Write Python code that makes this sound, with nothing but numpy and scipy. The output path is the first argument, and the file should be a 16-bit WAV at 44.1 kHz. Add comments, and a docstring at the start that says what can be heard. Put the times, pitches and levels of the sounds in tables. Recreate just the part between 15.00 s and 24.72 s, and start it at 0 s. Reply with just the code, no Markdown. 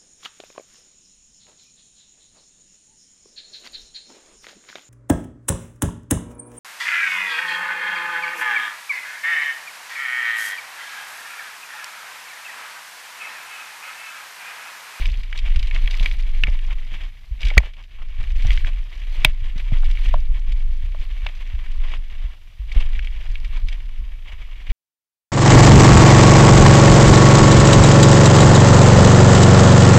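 """Mountain bike on a dirt trail, from a chest camera.

Tyres crunch over grit and fall quiet in the jumps; wind and body shake rumble in the bass.
Chain and cables clack, stones tick and wheels knock over soft low thuds and swells of rumble.
Two hard blows ring the camera case and overload the camera."""
import sys
import numpy as np
from scipy import signal
from scipy.fft import rfft, irfft, next_fast_len
from scipy.io import wavfile
from scipy.ndimage import uniform_filter1d

SR = 44100
rng = np.random.default_rng(int(sys.argv[2]) if len(sys.argv) > 2 else 0)


def master_out(mix):
    """Clip the mix to full scale and print it as 16-bit PCM to the path in sys.argv[1]."""
    frames = np.transpose(np.atleast_2d(mix))
    ceiling = np.clip(frames, -1, 1)
    pcm = np.round(ceiling * 32767).astype(np.int16)
    wavfile.write(sys.argv[1], SR, pcm)


N = 428652
T = np.arange(N) / SR
AGE = np.arange(SR // 5) / SR  # s since a blow

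# ground under the tyres: t/s, grit/dB, sand/dB
GROUND = [(0, -37.5, -44), (.22, -49.5, -62.5), (.6, -46.5, -61), (1.04, -44, -49.5), (1.27, -47, -59.5),
          (1.85, -50.5, -65.5), (2.6, -47, -60), (3.12, -49.5, -66), (3.52, -41.5, -51), (3.85, -50.5, -67),
          (4.2, -48, -56.5), (4.37, -49.5, -67), (4.7, -49.5, -63), (5.07, -43, -56.5), (5.28, -54, -69),
          (5.85, -53.5, -65), (6.15, -49, -62.5), (6.7, -50, -67), (7.25, -54, -71), (7.85, -47, -65),
          (8.1, -48, -65), (8.65, -52.5, -63.5), (9.35, -55, -79), (9.72, -47.5, -64)]
# tyres bite at a bump or turn: t/s, length/s, crunch/dB, roll/dB
BITES = [(0, .1, -43.5, -50), (0.34, 0.057, -45.5, -54.5), (0.454, 0.028, -36, -46),
         (0.746, 0.042, -40, -44.5), (0.87, 0.21, -42.5, -51.5), (1.456, 0.052, -42, -47),
         (1.698, 0.042, -39, -44.5), (1.89, 0.088, -43.5, -53.5), (2.001, 0.086, -45.5, -53),
         (2.398, 0.18, -42.5, -56), (2.56, 0.15, -41, -52), (2.764, 0.064, -44.5, -50.5),
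         (2.983, 0.063, -45.5, -49), (3.18, 0.066, -41.5, -51), (3.442, .12, -40, -50),
         (3.644, 0.058, -39, -47.5), (3.9, .08, -47.5, -57), (4.16, 0.14, -40, -49.5),
         (4.43, .07, -40.5, -52.5), (4.556, 0.056, -43.5, -56), (4.727, 0.07, -43.5, -49.5),
         (5.34, 0.037, -44, -55.5), (5.477, 0.058, -46.5, -61), (5.976, 0.068, -45.5, -59),
         (6.21, 0.1, -48, -57.5), (6.623, 0.06, -46.5, -57), (6.83, 0.14, -41.5, -50.5),
         (7.089, 0.046, -47.5, -55), (7.171, 0.19, -51, -58), (7.736, .1, -40, -49.5),
         (8.24, .06, -46, -52), (8.524, 0.089, -44, -53.5), (8.679, 0.088, -47, -59),
         (9.275, .07, -43.5, -51), (9.404, 0.034, -45, -51.5)]
# spectra of hollow roll, grit and sand: f/Hz, level/dB
ROLL_SPECTRUM = [(120, -2.5), (260, -6), (470, -8.5), (640, 3), (850, 1), (1100, 6.5), (1350, 2),
                 (2200, -15)]
GRIT_SPECTRUM = [(600, -10.5), (1300, -15.5), (1750, -2), (2050, 0), (2480, -1.5), (2900, 0), (3400, -5),
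                 (4000, -15), (4900, -21.5), (6500, -25.5)]
SAND_SPECTRUM = [(2500, -22), (4200, 4.5), (5200, -14.5), (6200, -9.5), (7000, -22.5), (9000, -15.5),
                 (12000, -17.5), (15000, -20.5)]
ROLL_DB, USUAL_GRIT_DB = -58, -45
FLUTTER_DB, FLUTTER_HZ = 2.08, 60


def tyres(jump_gain):
    """Knobs drum on packed dirt, crush grit and spray sand, fluttering with the wheel load."""
    grit, sand = gains(GROUND)
    crunch = grit * jump_gain
    roll = undb(ROLL_DB) * np.sqrt(grit / undb(USUAL_GRIT_DB)) * jump_gain
    for t, length_s, crunch_db, roll_db in BITES:
        bite = gate(t, t + length_s, attack_s=.037, release_s=.042)
        crunch = np.maximum(crunch, undb(crunch_db) * bite)
        roll = np.maximum(roll, undb(roll_db) * bite)
    sand = np.hypot(sand * jump_gain, undb(-25.5) * crunch)
    load = undb(FLUTTER_DB * drift(FLUTTER_HZ))
    drumming = unit(colour(grains(per_s=750, spread_db=2.5, smear_s=.0016), ROLL_SPECTRUM))
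    crushing = unit(colour(grains(per_s=900, spread_db=3.5, smear_s=.004), GRIT_SPECTRUM))
    spray = undb(-1) * unit(colour(grains(per_s=910, spread_db=3.5, smear_s=.0018), SAND_SPECTRUM))
    pebbles = undb(-1.5) * unit(band(grains(per_s=45, spread_db=2.5, smear_s=.0011), 3700, octaves=1.1))
    return load * (roll * drumming + crunch * crushing + sand * spray) + sand * pebbles


# jumps and crests: take-off/s, landing/s, tyre gain/dB, buffet gain/dB
AIRTIME = [(2.095, 2.41, -8.5, -15.5), (2.696, 2.969, -5.5, -11.5), (7.31, 7.674, -7.5, -12.5),
           (8.867, 9.244, -2, 0.5)]
LIFT_S = .079


def jumps():
    """Gains of tyre noise and wind buffeting as the wheels unload and land."""
    tyre_db, buffet_db = 0, 0
    for takeoff_s, landing_s, tyre_step_db, buffet_step_db in AIRTIME:
        aloft = gate(takeoff_s, landing_s, LIFT_S, LIFT_S)
        tyre_db += tyre_step_db * aloft
        buffet_db += buffet_step_db * aloft
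    return undb(tyre_db), undb(buffet_db)


# rush of air: t/s, level/dB
AIRFLOW = [(0, -17), (.25, -28.5), (.58, -17), (1.2, -18.5), (1.68, -21), (1.9, -27), (2.5, -21.5),
           (3.05, -27), (3.5, -17), (3.76, -20), (3.92, -33.5), (4.22, -18.5), (4.6, -23.5), (4.88, -15),
           (5.25, -18.5), (5.85, -21.5), (6.38, -30.5), (6.8, -20), (7.15, -26.5), (7.6, -29.5),
           (7.88, -16.5), (8.15, -27.5), (8.7, -24.5), (9.6, -35)]
# bumps shaking the rider: t/s, level/dB
BUMPS = [(0.059, -33), (0.169, -43), (0.491, -33), (0.552, -29), (.73, -35.5), (0.832, -29.5), (1.0, -28.5),
         (1.14, -41), (1.23, -52), (1.33, -44), (1.422, -28), (1.49, -35), (1.91, -38), (2.439, -29),
         (3.02, -37.5), (3.182, -29), (3.361, -33.5), (3.52, -40), (3.632, -31), (4.17, -34),
         (4.269, -27.5), (4.55, -35), (4.719, -32), (4.87, -32), (5.05, -35), (5.13, -30.5), (5.37, -51),
         (5.47, -36), (5.979, -34.5), (6.22, -37), (6.68, -41), (6.97, -40), (7.752, -23.5), (7.94, -43),
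         (8.28, -36), (8.41, -54), (8.55, -36), (8.63, -33), (8.981, -36), (9.69, -30.5)]
# spectra of rumble and shudder: f/Hz, level/dB
RUMBLE_SPECTRUM = [(6, -32.5), (12, -5), (22, 10.5), (30, 4), (38, -5.5), (50, -9.5), (75, -27), (110, -48)]
SHUDDER_SPECTRUM = [(35, -14), (62, 3.5), (85, -1.5), (125, -10), (170, -19), (260, -26.5), (420, -35.5)]
BUMP_ATTACK_S, BUMP_DECAY_S, HEAVE_DB = .016, .032, 15
SHUDDER_DB, USUAL_AIR_DB = -47, -22.5
GUST_DB, GUST_HZ = 2, 14


def wind_and_shake(jump_gain):
    """Gusty air buffets the camera; each bump adds a shudder and a slow heave."""
    air, = gains(AIRFLOW)
    jolt = np.minimum(AGE / BUMP_ATTACK_S, 1) * np.exp(-AGE / BUMP_DECAY_S)
    shake = np.zeros(N)
    for t, db in BUMPS:
        add(shake, t, jolt, db)
    buffet = jump_gain * undb(GUST_DB * drift(GUST_HZ))
    rumble = np.hypot(air * buffet, undb(HEAVE_DB) * shake) * eddies(RUMBLE_SPECTRUM, hold_s=.06)
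    tremor = undb(SHUDDER_DB) * np.sqrt(air / undb(USUAL_AIR_DB)) * buffet ** .2
    shudder = np.hypot(tremor, shake) * eddies(SHUDDER_SPECTRUM, hold_s=.05)
    return undb(3.2) * rumble + undb(1) * shudder


# slaps on the frame: t/s, level/dB, f/Hz
CHAIN_SLAPS = [(0.0558, -18, 2760), (0.3272, -20, 2060), (0.711, -22.5, 2110), (0.761, -21.5, 1940),
               (0.8582, -27, 2710), (0.8752, -16, 2350), (0.9422, -22.5, 2270), (0.9971, -16.5, 2860),
               (1.0588, -12.5, 2400), (1.1127, -19.5, 2460), (1.436, -4, 2180), (1.47, -19, 1900),
               (1.5904, -28.5, 2340), (1.707, -28, 1900), (2.4306, -18.5, 2330), (2.5028, -19.5, 2040),
               (3.5053, -10.5, 2400), (3.5746, -16.5, 2110), (3.646, -19.5, 2000), (4.9721, -26.5, 2290),
               (6.2658, -15.5, 2180), (6.9378, -25.5, 2400), (7.7175, -24.5, 2260), (7.992, -20, 2170),
               (8.0717, -23, 2350), (8.3552, -23.5, 2310)]


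def chain():
    """Chain and cables slap the frame; the camera case rings faintly."""
    out = np.zeros(N)
    for t, db, hz in CHAIN_SLAPS:
        force = contact(decay_s=.0013, tail_db=-27, tail_s=.0044)
        slap = band(force, 1.005 * hz, octaves=.68) + undb(-37) * force
        clack = band(slap, 2900, octaves=2.2, order=1)
        add(out, t, case_ring(clack, ring_db=-38), db)
    return out


# flicked stones: t/s, level/dB, f/Hz
STONE_TICKS = [(0.099, -33, 2880), (0.233, -31.5, 2560), (0.3747, -24.5, 3440), (0.3876, -23.5, 2870),
               (0.5594, -24, 2640), (0.5916, -28, 3030), (0.627, -25.5, 2630), (0.6707, -29, 2920),
               (0.746, -25.5, 2630), (0.9087, -22, 3130), (1.0273, -25, 2780), (2.406, -33, 3560),
               (2.416, -31.5, 4500), (2.4508, -24, 3200), (2.4692, -24.5, 2620), (2.4837, -24.5, 3430),
               (2.735, -36, 2550), (2.8377, -36.5, 2820), (3.4212, -28.5, 2600), (3.5285, -25.5, 3470),
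               (4.578, -31.5, 3400), (4.911, -30.5, 2800), (5.521, -32, 3200), (6.7165, -37.5, 3200),
               (7.722, -35, 4130), (7.805, -33.5, 3250), (8.0457, -29, 2450), (8.4457, -30.5, 2410),
               (8.6847, -24, 2700), (8.726, -27.5, 2730)]


def stones():
    """Stones tick as the tyres flick them away."""
    out = np.zeros(N)
    for t, db, hz in STONE_TICKS:
        force = contact(decay_s=.0044, tail_db=-22, tail_s=.012)
        tick = band(force, hz, octaves=.72, order=1)
        add(out, t, band(tick, 2500, octaves=1.25, order=1), db)
    return out


# wheel and frame knocks: t/s, level/dB, f/Hz
WHEEL_KNOCKS = [(1.005, -36, 780), (1.48, -29, 626), (2.513, -28, 647), (2.570, -16, 950),
                (2.5766, -2, 1515), (2.602, -26.5, 805), (2.633, -27, 1010), (2.669, -31.5, 640),
                (3.449, -33, 650), (4.248, -11.5, 704), (4.561, -45, 450), (4.717, -34.5, 555),
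                (4.832, -31, 1000), (5.1402, -12.5, 890), (5.947, -30, 840), (6.263, -23, 1080),
                (6.936, -29.5, 970), (7.758, -36, 500)]


def wheels():
    """Wheels and frame knock dully; the camera case rings faintly."""
    out = np.zeros(N)
    for t, db, hz in WHEEL_KNOCKS:
        force = contact(decay_s=.0015, tail_db=-30.5, tail_s=.011)
        add(out, t, case_ring(band(force, hz, octaves=.96), ring_db=-41), db)
    return out


# low thuds and swells: t/s, level/dB, f/Hz, t60/s
LOW_THUDS = [(1.005, -28.5, 136, 0.12), (1.480, -22.5, 116, 0.014), (2.31, -16.5, 45.4, 0.19),
             (2.571, 2, 48.9, 0.095), (2.575, -14.5, 202, 0.038), (3.449, -13, 66, 0.053),
             (3.454, -27, 140, 0.13), (4.248, -16.5, 122, 0.056), (4.248, -19, 297, .02),
             (4.421, -21, 57.6, .08), (4.556, -29.5, 147, 0.037), (4.722, -12, 97, 0.035),
             (5.835, -21.5, 59, 0.15), (6.534, -17, 53, 0.21), (7.239, -21, 52.5, 0.18),
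             (7.594, -19, 47.7, 0.36), (7.757, -32.5, 118, 0.022), (8.645, -30, 74, 0.1),
             (8.992, -22.5, 58.7, 0.2), (9.329, -34.5, 61, 0.12)]


def low_thuds():
    """Soft low thuds and brief swells of rumble, each rising over about a third of a cycle."""
    out = np.zeros(N)
    for t, db, hz, t60_s in LOW_THUDS:
        onset = 1 - np.exp(-(AGE * hz / .3) ** 2)
        add(out, t, -damped_sine(hz, t60_s) * onset, db)
    return out


# blows on the case: t/s, level/dB, f/Hz, width/octaves, ring/dB, bright edge/dB
CASE_BLOWS = [(2.5778, 4.5, 2104, 0.38, -48, -49.5), (4.2474, 7.5, 2620, 1.14, -41, -22)]


def case_blows():
    """The hardest jolts strike the camera case with a crack."""
    out = np.zeros(N)
    for t, db, hz, octaves, ring_db, edge_db in CASE_BLOWS:
        force = contact(decay_s=.0015, tail_db=-38, tail_s=.004)
        crack = band(force, hz, octaves) + undb(edge_db) * force
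        add(out, t, case_ring(crack, ring_db), db)
    return out


# modes of the camera case: f/Hz, level/dB, t60/s
SHELL_MODES = [(615, -3, .085), (1130, -14, .025), (1665, -6, .025), (2094, -10, .05), (2240, -1, .035),
               (3280, -3, .02), (3730, -9, .022), (4506, -22, .06), (5259, -16, .045), (6060, -11, .045)]


def case_ring(blow, ring_db):
    """A blow plus the case modes, each driven by the energy near its frequency."""
    power = np.abs(rfft(blow)) ** 2
    bin_hz = np.arange(len(power)) * SR / len(blow)
    ring = 0
    for hz, db, t60_s in SHELL_MODES:
        nearby = np.exp(-((bin_hz - hz) / 300) ** 2)
        drive = np.sqrt(np.average(power, weights=nearby))
        ring += drive * undb(db) * damped_sine(hz, t60_s)
    return blow + undb(ring_db) * ring


# air resonances in the case: f/Hz, width/Hz, gain/dB
AIR_MODES = [(2282, 83, 5.5), (3290, 110, 3), (3716, 140, 4), (4905, 94, 7), (5900, 300, 3.5),
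             (7430, 140, 4), (8350, 440, -0.5)]


def case_air(x):
    """The air in the case resonates and colours the sound."""
    for hz, width_hz, db in AIR_MODES:
        resonance = signal.lfilter(*signal.iirpeak(hz, hz / width_hz, fs=SR), x)
        x = x + (undb(db) - 1) * resonance
    return x


# microphone hiss: f/Hz, level/dB
HISS_SPECTRUM = [(1000, -6.5), (3000, 11.5), (6000, 1.5), (8000, -3.5), (11000, -2), (13700, -3),
                 (14500, -0.5), (15200, -13)]


def hiss():
    """Faint, steady microphone noise."""
    return undb(-65.5) * unit(colour(rng.standard_normal(N), HISS_SPECTRUM))


def grains(per_s, spread_db, smear_s):
    """Crushed dirt: tiny noise bursts, many small, a few large."""
    sizes = undb(spread_db * np.minimum(rng.exponential(size=N), 5))
    energy = (rng.random(N) < per_s / SR) * sizes ** 2
    return unit(rng.standard_normal(N) * np.sqrt(leaky_sum(energy, smear_s)))


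def eddies(spectrum, hold_s):
    """Low swaying pressure, its strength evened out over hold_s."""
    sway = colour(rng.standard_normal(N), spectrum)
    power = np.abs(signal.hilbert(sway, next_fast_len(N))[:N]) ** 2
    return unit(sway / np.sqrt(uniform_filter1d(power, int(hold_s * SR) + 1)))


def contact(decay_s, tail_db, tail_s):
    """Rough contact: a noisy force builds, dies quickly and leaves a faint rattle."""
    force = rng.choice([-1, 1], len(AGE)) * (1 - np.exp(-AGE / .00099))
    return force * (np.exp(-AGE / decay_s) + undb(tail_db) * np.exp(-AGE / tail_s))


def damped_sine(hz, t60_s):
    """One mode, falling 60 dB in t60_s."""
    return np.sin(2 * np.pi * hz * AGE) * undb(-60 * AGE / t60_s)


def drift(rate_hz):
    """Smooth random drift, rms 1."""
    step = int(SR / rate_hz)
    return unit(uniform_filter1d(rng.standard_normal(N)[np.arange(N) // step], step))


def colour(x, spectrum):
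    """Minimum-phase filter through (Hz, dB) points, falling away above the last."""
    size = 2 * next_fast_len(len(x) // 2 + 4096)
    hz, db = np.transpose(spectrum)
    bin_hz = np.maximum(np.arange(size // 2 + 1) * SR / size, 1)
    rolloff = np.minimum(hz[-1] / bin_hz, 1) ** 3
    gain = undb(np.interp(np.log(bin_hz), np.log(hz), db)) * rolloff
    cepstrum = irfft(np.log(gain))
    cepstrum[1:size // 2] *= 2
    cepstrum[size // 2 + 1:] = 0
    return irfft(rfft(x, size) * np.exp(rfft(cepstrum)))[:len(x)]


def band(x, hz, octaves, order=2):
    """Band-pass centred on hz."""
    ratio = 2 ** (octaves / 2)
    return signal.sosfilt(signal.butter(order, [hz / ratio, hz * ratio], "band", fs=SR, output="sos"), x)


def leaky_sum(x, decay_s):
    """Running sum with exponential decay."""
    return signal.lfilter([1], [1, -np.exp(-1 / (decay_s * SR))], x)


def gate(start_s, end_s, attack_s, release_s):
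    """Trapezoid with ramps centred on start and end."""
    return np.clip(np.minimum((T - start_s) / attack_s, (end_s - T) / release_s) + .5, 0, 1)


def gains(table):
    """The dB columns of a time curve as gains per sample."""
    t, *columns = np.transpose(table)
    return [undb(np.interp(T, t, db)) for db in columns]


def add(out, t, sound, peak_db):
    """Mix a sound in at t seconds."""
    i = int(t * SR)
    out[i:i + len(sound)] += (undb(peak_db) * sound / np.abs(sound).max())[:N - i]


def undb(db):
    """Decibels to gain."""
    return 10 ** (np.asarray(db) / 20)


def unit(x):
    """Scale to rms 1."""
    return x / np.sqrt(np.mean(x ** 2))


def scene():
    """Everything reaches one microphone through the air in the camera case."""
    tyre_gain, buffet_gain = jumps()
    ride = wind_and_shake(buffet_gain) + tyres(tyre_gain)
    impacts = chain() + stones() + wheels() + low_thuds() + case_blows()
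    return case_air(ride + impacts + hiss())[None]


DUCK_DB, DUCK_ATTACK_S, DUCK_RECOVERY_S = -5, .015, .3
LOWPASS_HZ = 15600


def record(dry):
    """The camera clips near full scale; after an overload its gain ducks and slowly recovers."""
    overload_s = leaky_sum(np.abs(dry) > 1.15, DUCK_RECOVERY_S) / SR
    target_db = DUCK_DB * np.tanh(overload_s / .001)
    attack = 1 / (DUCK_ATTACK_S * SR)
    gain = undb(signal.lfilter([attack], [1, attack - 1], target_db))
    clipped = np.clip(dry * gain, -.96, .96)
    return signal.sosfilt(signal.ellip(8, .2, 70, LOWPASS_HZ, fs=SR, output="sos"), clipped)


dry = scene()
out = record(dry)
master_out(out)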